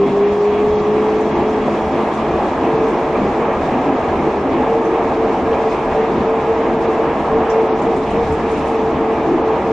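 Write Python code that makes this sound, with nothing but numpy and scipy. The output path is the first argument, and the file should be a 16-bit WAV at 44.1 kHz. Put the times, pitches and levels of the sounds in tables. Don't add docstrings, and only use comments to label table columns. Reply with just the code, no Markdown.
import sys
import numpy as np
from scipy import signal
from scipy.io import wavfile
from scipy.ndimage import uniform_filter1d

SR = 44100
rng = np.random.default_rng(int(sys.argv[2]) if len(sys.argv) > 2 else 0)


def dump(signal):
    limited = np.clip(np.atleast_2d(signal).T, -1, 1)
    pcm = np.round(limited * 32767).astype(np.int16)
    wavfile.write(sys.argv[1], SR, pcm)


def level_to_linear(level):
    exponent = np.asarray(level, float) / 20
    return 10 ** exponent


N = 428652


def evened(x):
    return x / np.sqrt(np.mean(np.abs(x) ** 2) + 1e-20)


def read_spectrum(points, hz):
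    f, value = np.transpose(points)
    return np.interp(np.log(hz + 1), np.log(f + 1), value)


def columns(rows, t):
    s, *values = np.transpose(rows)
    return [np.interp(t, s, v) for v in values]


def humps(t, times, lengths, heights):
    return sum(h * np.exp(-4 * ((t - s) / w) ** 2) for s, w, h in np.broadcast(times, lengths, heights))


def drift(t, top_hz):
    coarse = np.linspace(t[0], t[-1], num=2000)
    total = 0
    for f in np.geomspace(top_hz / 12, top_hz, num=24):
        total = total + np.sin(2 * np.pi * (f * coarse + rng.random())) / np.sqrt(f)
    return np.interp(t, coarse, evened(total))


def tone(t, hz, db, waver_hz, fuzz):
    turns = np.cumsum(hz + waver_hz * drift(t, 30)) / SR
    shake = (1 + fuzz * (drift(t, 45) + 1j * drift(t, 45))) / np.sqrt(1 + 2 * fuzz ** 2)
    return np.sqrt(2) * level_to_linear(db) * (shake * np.exp(2j * np.pi * turns)).imag


def lean_left(db):
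    return level_to_linear(np.array([[db], [-db]]))


# time in seconds, gear whine pitch in Hz, whine level in dB, slack of the load from 0 to 1.
MOTOR_PULL = [(0, 400, -11, .05), (.5, 416, -15, 0.2), (1, 427.1, -16.5, 0.3), (1.3, 434, -19, .15),
              (1.6, 432, -18, .25), (2, 437.7, -23, 0.5), (2.7, 446.2, -18.5, .35), (3.3, 446.2, -25, 0.7),
              (4.1, 448, -25.5, .8), (4.4, 418.1, -19, .8), (4.62, 453, -17.5, .5), (5.7, 447.5, -20, 0.6),
              (6.5, 449.5, -16.5, 0.3), (7, 450.7, -20, 0.9), (7.6, 445.7, -15, 0.5),
              (8.1, 450.2, -18.5, 0.9), (9, 445.3, -18.5, .3), (9.72, 445, -14.5, 0.4)]
# time in seconds, length in seconds, drop of the whine in dB.
TEETH_APART = [(0.105, 0.091, 8.5), (0.362, 0.087, 2.5), (1.37, 0.11, 6.5), (1.75, 0.31, 7),
               (2.166, 0.18, 24), (2.509, 0.19, 29), (3.007, 0.16, 9), (3.299, .1, 10), (3.74, 0.22, 10),
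               (4.133, 0.16, 21), (4.504, 0.19, 14), (5.065, 0.25, 3), (5.42, 0.1, 6.5), (5.82, .16, 8),
               (6.157, .16, 8), (6.428, 0.096, 13), (6.7, .16, 6.5), (7.199, 0.11, 31), (7.4, 0.06, 7),
               (7.804, 0.21, 6.5), (8.07, 0.12, 8.5), (8.398, 0.078, 16), (8.6, 0.14, 5), (8.944, 0.059, 8),
               (9.27, 0.33, 7.5), (9.604, .12, 20)]


def drive(t):
    mesh_hz, load_db, slack = columns(MOTOR_PULL, t)
    slack, slow = np.clip(slack, 0, 1), t[::64]
    mesh_db = load_db - np.interp(t, slow, humps(slow, *np.transpose(TEETH_APART)))
    mesh = tone(t, mesh_hz, mesh_db, waver_hz=8 * slack, fuzz=.62 * slack)

    ease_s, ease_length_s = 2.6, 0.42
    pull_db, coast_db = -27.5, -33.5
    pulling = np.clip((ease_s - t) / ease_length_s, 0, 1)
    hub_db = coast_db + (pull_db - coast_db) * pulling
    hub_per_mesh = .489 + .013 * np.minimum(t / ease_s, 1)
    hub = tone(t, mesh_hz * hub_per_mesh, hub_db, waver_hz=2.0 * slack, fuzz=0.5 * slack + 0.077)

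    slot_db = np.maximum(-35 - 4 * t, -61)
    slots = tone(t, mesh_hz * 2.675, slot_db, waver_hz=1.4, fuzz=0.59)

    power_off_s, fade_db_per_s = 1.8, 14
    switch_db = -48 - fade_db_per_s * np.maximum(t - power_off_s, 0)
    inverter = tone(t, 3301, switch_db - 4.5, waver_hz=7, fuzz=.5)
    return mesh * lean_left(.15) + hub * lean_left(.9) + slots * lean_left(1.5) + inverter


# frequency in Hz, likeness from 0 to 1.
SIDE_LIKENESS = [(30, .97), (100, .995), (300, .998), (700, .99), (1000, .97), (1300, .89), (1500, .56),
                 (1900, .6), (2300, .8), (2800, .73), (3300, .54), (4700, .38), (6900, .3), (9000, .05)]
# frequency in Hz, left over right in dB.
SIDE_BALANCE = [(60, .5), (300, 0.55), (800, -0.9), (1500, 0.5), (1800, 1.3), (2170, -3), (2800, -0.7),
                (3200, -1.8), (4100, -0.4), (6700, 4), (7800, 2.5), (8900, -8), (11500, -8)]
# frequency in Hz, lead of the left in radians.
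SIDE_LEAD = [(900, 0), (1550, -0.24), (1950, -.1), (2300, .17), (2800, -0.035), (4100, 0.21), (7000, 0.23)]


def wash(shape_db, level_db, band, patchy_db, flicker_db, size, count):
    hop, hz = size // 4, np.fft.rfftfreq(size, 1 / SR)[:count]
    t = np.arange(N // hop + 5) * hop / SR
    a, b, c, d, patches = rng.standard_normal((len(t), count, 5)).T
    for axis in (0, 1):
        patches = uniform_filter1d(patches, size=9, axis=axis)
    patches = evened(patches)

    same = np.clip(read_spectrum(SIDE_LIKENESS, hz), -1, 1)[:, None]
    left = a + 1j * b
    right = same * left + np.sqrt(1 - same ** 2) * (c + 1j * d)
    right = right * np.exp(-1j * read_spectrum(SIDE_LEAD, hz))[:, None]
    lean = read_spectrum(SIDE_BALANCE, hz)[:, None] / 2

    field_db = shape_db(hz)[:, None] + patchy_db * patches + flicker_db * drift(t, 24)
    z = np.zeros((2, size // 2 + 1, len(t)), complex)
    z[:, :count] = np.array([left * level_to_linear(lean), right * level_to_linear(-lean)]) * level_to_linear(field_db)
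    power = (abs(z[:, :count]) ** 2).sum((0, 2))
    share = power[(hz > band[0]) & (hz < band[1])].sum() / power.sum()
    noise = signal.istft(z, nperseg=size, noverlap=size - hop)[1][:, :N]
    return level_to_linear(level_db) * evened(noise) / np.sqrt(share)


# frequency in Hz, width in Hz, lift in dB.
BODY_RESONANCES = [(167, 18, 4.5), (206.7, 12, 8.5), (259.6, 19, 8), (337.7, 11, 7), (373, 27, 4),
                   (634, 13, 1.5), (798, 29, 4), (1648, 80, 4.5)]


def panels_db(hz):
    return sum(db / (1 + (2 * (hz - f) / width) ** 2) for f, width, db in BODY_RESONANCES)


# frequency in Hz, level in dB per Hz.
BOOM_COLOUR = [(8.8, -33.5), (15, -7.5), (43, -4.5), (57, -7), (70, 3), (83, 1.5), (103, -11), (144, -3),
               (157, 2), (176, -12), (190, 4), (250, -27.5), (420, -120)]
DRUM_COLOUR = [(65, -43.5), (110, -22), (145, -7), (178, -19.5), (210, -8), (257, -4), (285, -2.5),
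               (344, 0), (395, -5.5), (510, -23), (870, -120)]
ROAR_COLOUR = [(280, -34), (470, 1), (482, -19), (517, -9), (558, -7), (687, -6), (921, -8), (1120, -12.5),
               (1220, -14), (1470, -24), (1670, -23), (2480, -28), (3000, -35.5), (3690, -43),
               (4800, -71.5), (8120, -120)]
TREAD_COLOUR = [(1300, -30.5), (1800, -4), (2250, 0), (2700, -3.5), (3300, -10.5), (4200, -18),
                (6000, -40.5)]
HISS_COLOUR = [(2500, -38.5), (3300, 1), (3700, 0), (4200, -3), (4700, -4.5), (5400, -4.5), (6100, -6.5),
               (6900, -8), (7800, -13), (8900, -17), (10100, -21), (11500, -21), (14000, -37)]
# time in seconds, coarseness of the concrete in dB, rush of air past the walls in dB.
GUIDEWAY = [(0, -1.5, 0.5), (1.3, -1, 1.5), (2, .5, 1), (3.8, 0.7, 0), (4.8, 0.3, -1), (5.7, 0, 1),
            (6.3, 0, -0.5), (7.6, 1.3, -1.5), (8, -2, 0.5), (8.6, -1, 2), (9, -0.5, -1.5),
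            (9.72, -.5, -0.5)]
# time in seconds, lift of drumming in dB, lift of boom in dB.
SLAB_BUMPS = [(.1, 6.5, 0.5), (.45, -4.5, -2.5), (.72, -3, 7.5), (.98, 3, 1), (1.2, 3, 0.5),
              (1.38, 4.5, 5.5), (1.7, 3.5, 1.5), (1.86, -5, 5), (2.33, 2.5, 3), (2.53, -3, 3.5),
              (2.82, 3, 4), (3.24, 6.5, 6), (3.63, 0.5, 5), (3.91, 6, -2), (4.23, 6.5, 3.5), (4.53, 5.5, 3),
              (5.3, 2.5, -1), (5.92, 0.5, 4), (6.18, 5.5, 5.5), (7.38, 2, 7), (7.52, -7, -2), (7.86, 4, 3),
              (7.98, 1.5, 0.5), (8.139, 1.5, 9), (8.299, -1.5, 8.5), (8.97, 4.5, 5), (9.34, 8.5, 3),
              (9.6, 1, -1)]


def road(t):
    slow = t[::64]
    cruise_hz, bump_s = 448, 0.12
    speed = 100 * (columns(MOTOR_PULL, slow)[0] / cruise_hz - 1)
    coarseness_db = columns(GUIDEWAY, slow)[0]
    rush_db = columns(GUIDEWAY, t)[1]
    s, drum_lift, boom_lift = np.transpose(SLAB_BUMPS)

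    def layer_db(cruise_db, db_per_speed, surface_share, lift_db=0):
        level = cruise_db + db_per_speed * speed + surface_share * coarseness_db + lift_db
        return np.interp(t, slow, level)

    boom_db = layer_db(-35.5, .3, 0, humps(slow, s, bump_s, boom_lift))
    drum_db = layer_db(-23, .2, 0.084, humps(slow, s, bump_s, drum_lift))
    roar_db = layer_db(-20, 0.22, 1)
    hiss_db = layer_db(-51, 0.044, 0.22)

    boom = wash(lambda hz: read_spectrum(BOOM_COLOUR, hz), boom_db, (20, 110),
                patchy_db=-0.8, flicker_db=0.0, size=4096, count=40)
    drum = wash(lambda hz: read_spectrum(DRUM_COLOUR, hz) + panels_db(hz), drum_db, (230, 385),
                patchy_db=1.8, flicker_db=0.16, size=4096, count=80)
    roar = wash(lambda hz: read_spectrum(ROAR_COLOUR, hz) + panels_db(hz), roar_db, (500, 1400),
                patchy_db=0.7, flicker_db=0.48, size=1024, count=150)
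    tread = wash(lambda hz: read_spectrum(TREAD_COLOUR, hz), -40.5 + 0.89 * rush_db, (1500, 4000),
                 patchy_db=2.0, flicker_db=1.5, size=512, count=66)
    hiss = wash(lambda hz: read_spectrum(HISS_COLOUR, hz), hiss_db, (4500, 9000),
                patchy_db=1.1, flicker_db=0.9, size=512, count=170)
    return boom + drum + roar + tread + hiss * level_to_linear(rush_db)


# time in seconds, peak level in dB.
GUIDEWAY_GAPS = [
    (1.678, -1),
    (7.839, -6),
    (7.869, -6.5),
]


def joints():
    t, blows = np.arange(6000) / SR, np.zeros(N + SR)
    for s, db in GUIDEWAY_GAPS:
        fade_db = -60 * t / 0.077
        blows[round(s * SR):][:len(t)] += level_to_linear(db + 5 + fade_db) * rng.standard_normal(len(t))
    floor = signal.butter(4, [200, 900], "band", fs=SR, output="sos")
    return signal.sosfilt(floor, blows[:N]) * lean_left(-.6)


# time in seconds, peak in dB, ring in Hz, left over right in dB, share of ring from 0 to 1.
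TRIM_RATTLES = [(.318, -47, 5200, 2, .3), (1.205, -45, 6200, 0, .3), (1.352, -49, 6500, 1, .3),
                (2.134, -47, 6500, 1, .3), (2.88, -48, 6800, 0, .3), (4.846, -47, 6090, 0, .9),
                (7.496, -36, 5650, -.5, .45), (7.815, -45, 6900, 1.5, .3), (7.96, -46, 7200, 1.5, .3),
                (8.1, -46, 6700, 2, .3), (8.32, -45, 7400, 2, .35), (8.509, -44, 6900, 1.5, .4),
                (8.57, -47, 6900, 1.5, .3), (8.669, -47, 7400, 2, .3)]


def trim():
    out, t = np.zeros((2, N + SR)), np.arange(4410) / SR
    shape = (1 - np.exp(-t / .003)) * level_to_linear(-60 * t / .2)
    for s, db, hz, pan_db, share in TRIM_RATTLES:
        noise = rng.standard_normal((2, len(t)))
        around = signal.butter(4, [.86 * hz, 1.3 * hz], "band", fs=SR, output="sos")
        chatter = signal.sosfilt(around, noise)
        b, a = signal.iirpeak(hz, hz / 600, fs=SR)
        ring = signal.lfilter(b, a, signal.lfilter(b, a, noise))
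        mix = share * evened(ring) + (1 - share) * evened(chatter)
        at = round(s * SR)
        out[:, at:at + len(t)] += level_to_linear(db + .5) * lean_left(pan_db / 2) * shape * mix
    return out[:, :N]


def scene():
    t = np.arange(N) / SR
    return drive(t) + road(t) + joints() + trim()


# time in seconds, length in seconds, loss of bandwidth in Hz (below
TREBLE_LOSSES = [(0.24, 0.057, 1497), (.41, 0.033, 1500), (.52, .04, 1498), (0.79, 0.14, 2304),
                 (1.33, 0.047, 1806), (1.56, 0.041, 1502), (2.781, .08, 600), (4.8, .05, 2006),
                 (5.19, .04, 1503), (6.019, .07, 1800), (6.199, .4, 700), (6.598, 0.12, 1498),
                 (6.874, 0.037, 1502.5), (7.72, .09, 2400), (7.523, 0.069, -1500), (8.781, .06, 1501.5),
                 (9.44, .06, 2500), (1.9, .3, -900), (5.8, 0.32, -700), (8.301, .6, -500)]


def drop_treble(x):
    hz, t, z = signal.stft(x, SR, nperseg=1024, noverlap=768)
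    band = (hz // 130).astype(int)
    luck = rng.standard_normal((len(t) // 4 + 1, 172))
    luck[:, :-1] = evened(luck + np.roll(luck, 1, axis=0))[:, :-1]
    luck = luck.repeat(4, axis=0)[:len(t)].T
    loud_db = 10 * np.log10(uniform_filter1d((abs(z) ** 2).sum((0, 1)), size=8) + 1e-12)
    over_db = np.clip(loud_db - np.median(loud_db), -3, 5)
    edge_hz = 9280 - 199.5 * over_db + 300 * drift(t, 6)
    edge_hz = edge_hz - humps(t, *np.transpose(TREBLE_LOSSES))
    edge_hz = edge_hz + 580 * luck[-1] + 650 * luck[band]
    kept = z * (hz[:, None] < edge_hz)
    return signal.istft(kept, SR, nperseg=1024, noverlap=768)[1][:, :N]


def roll_off(x):
    return signal.sosfilt(signal.butter(12, 12900, fs=SR, output="sos"), x)


def record(dry):
    ending = np.minimum(np.arange(N)[::-1] / 60, 1)
    limited = 1.3 * np.tanh(dry / 1.3)
    return roll_off(drop_treble(limited * ending))


dry = scene()
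out = record(dry)
dump(out)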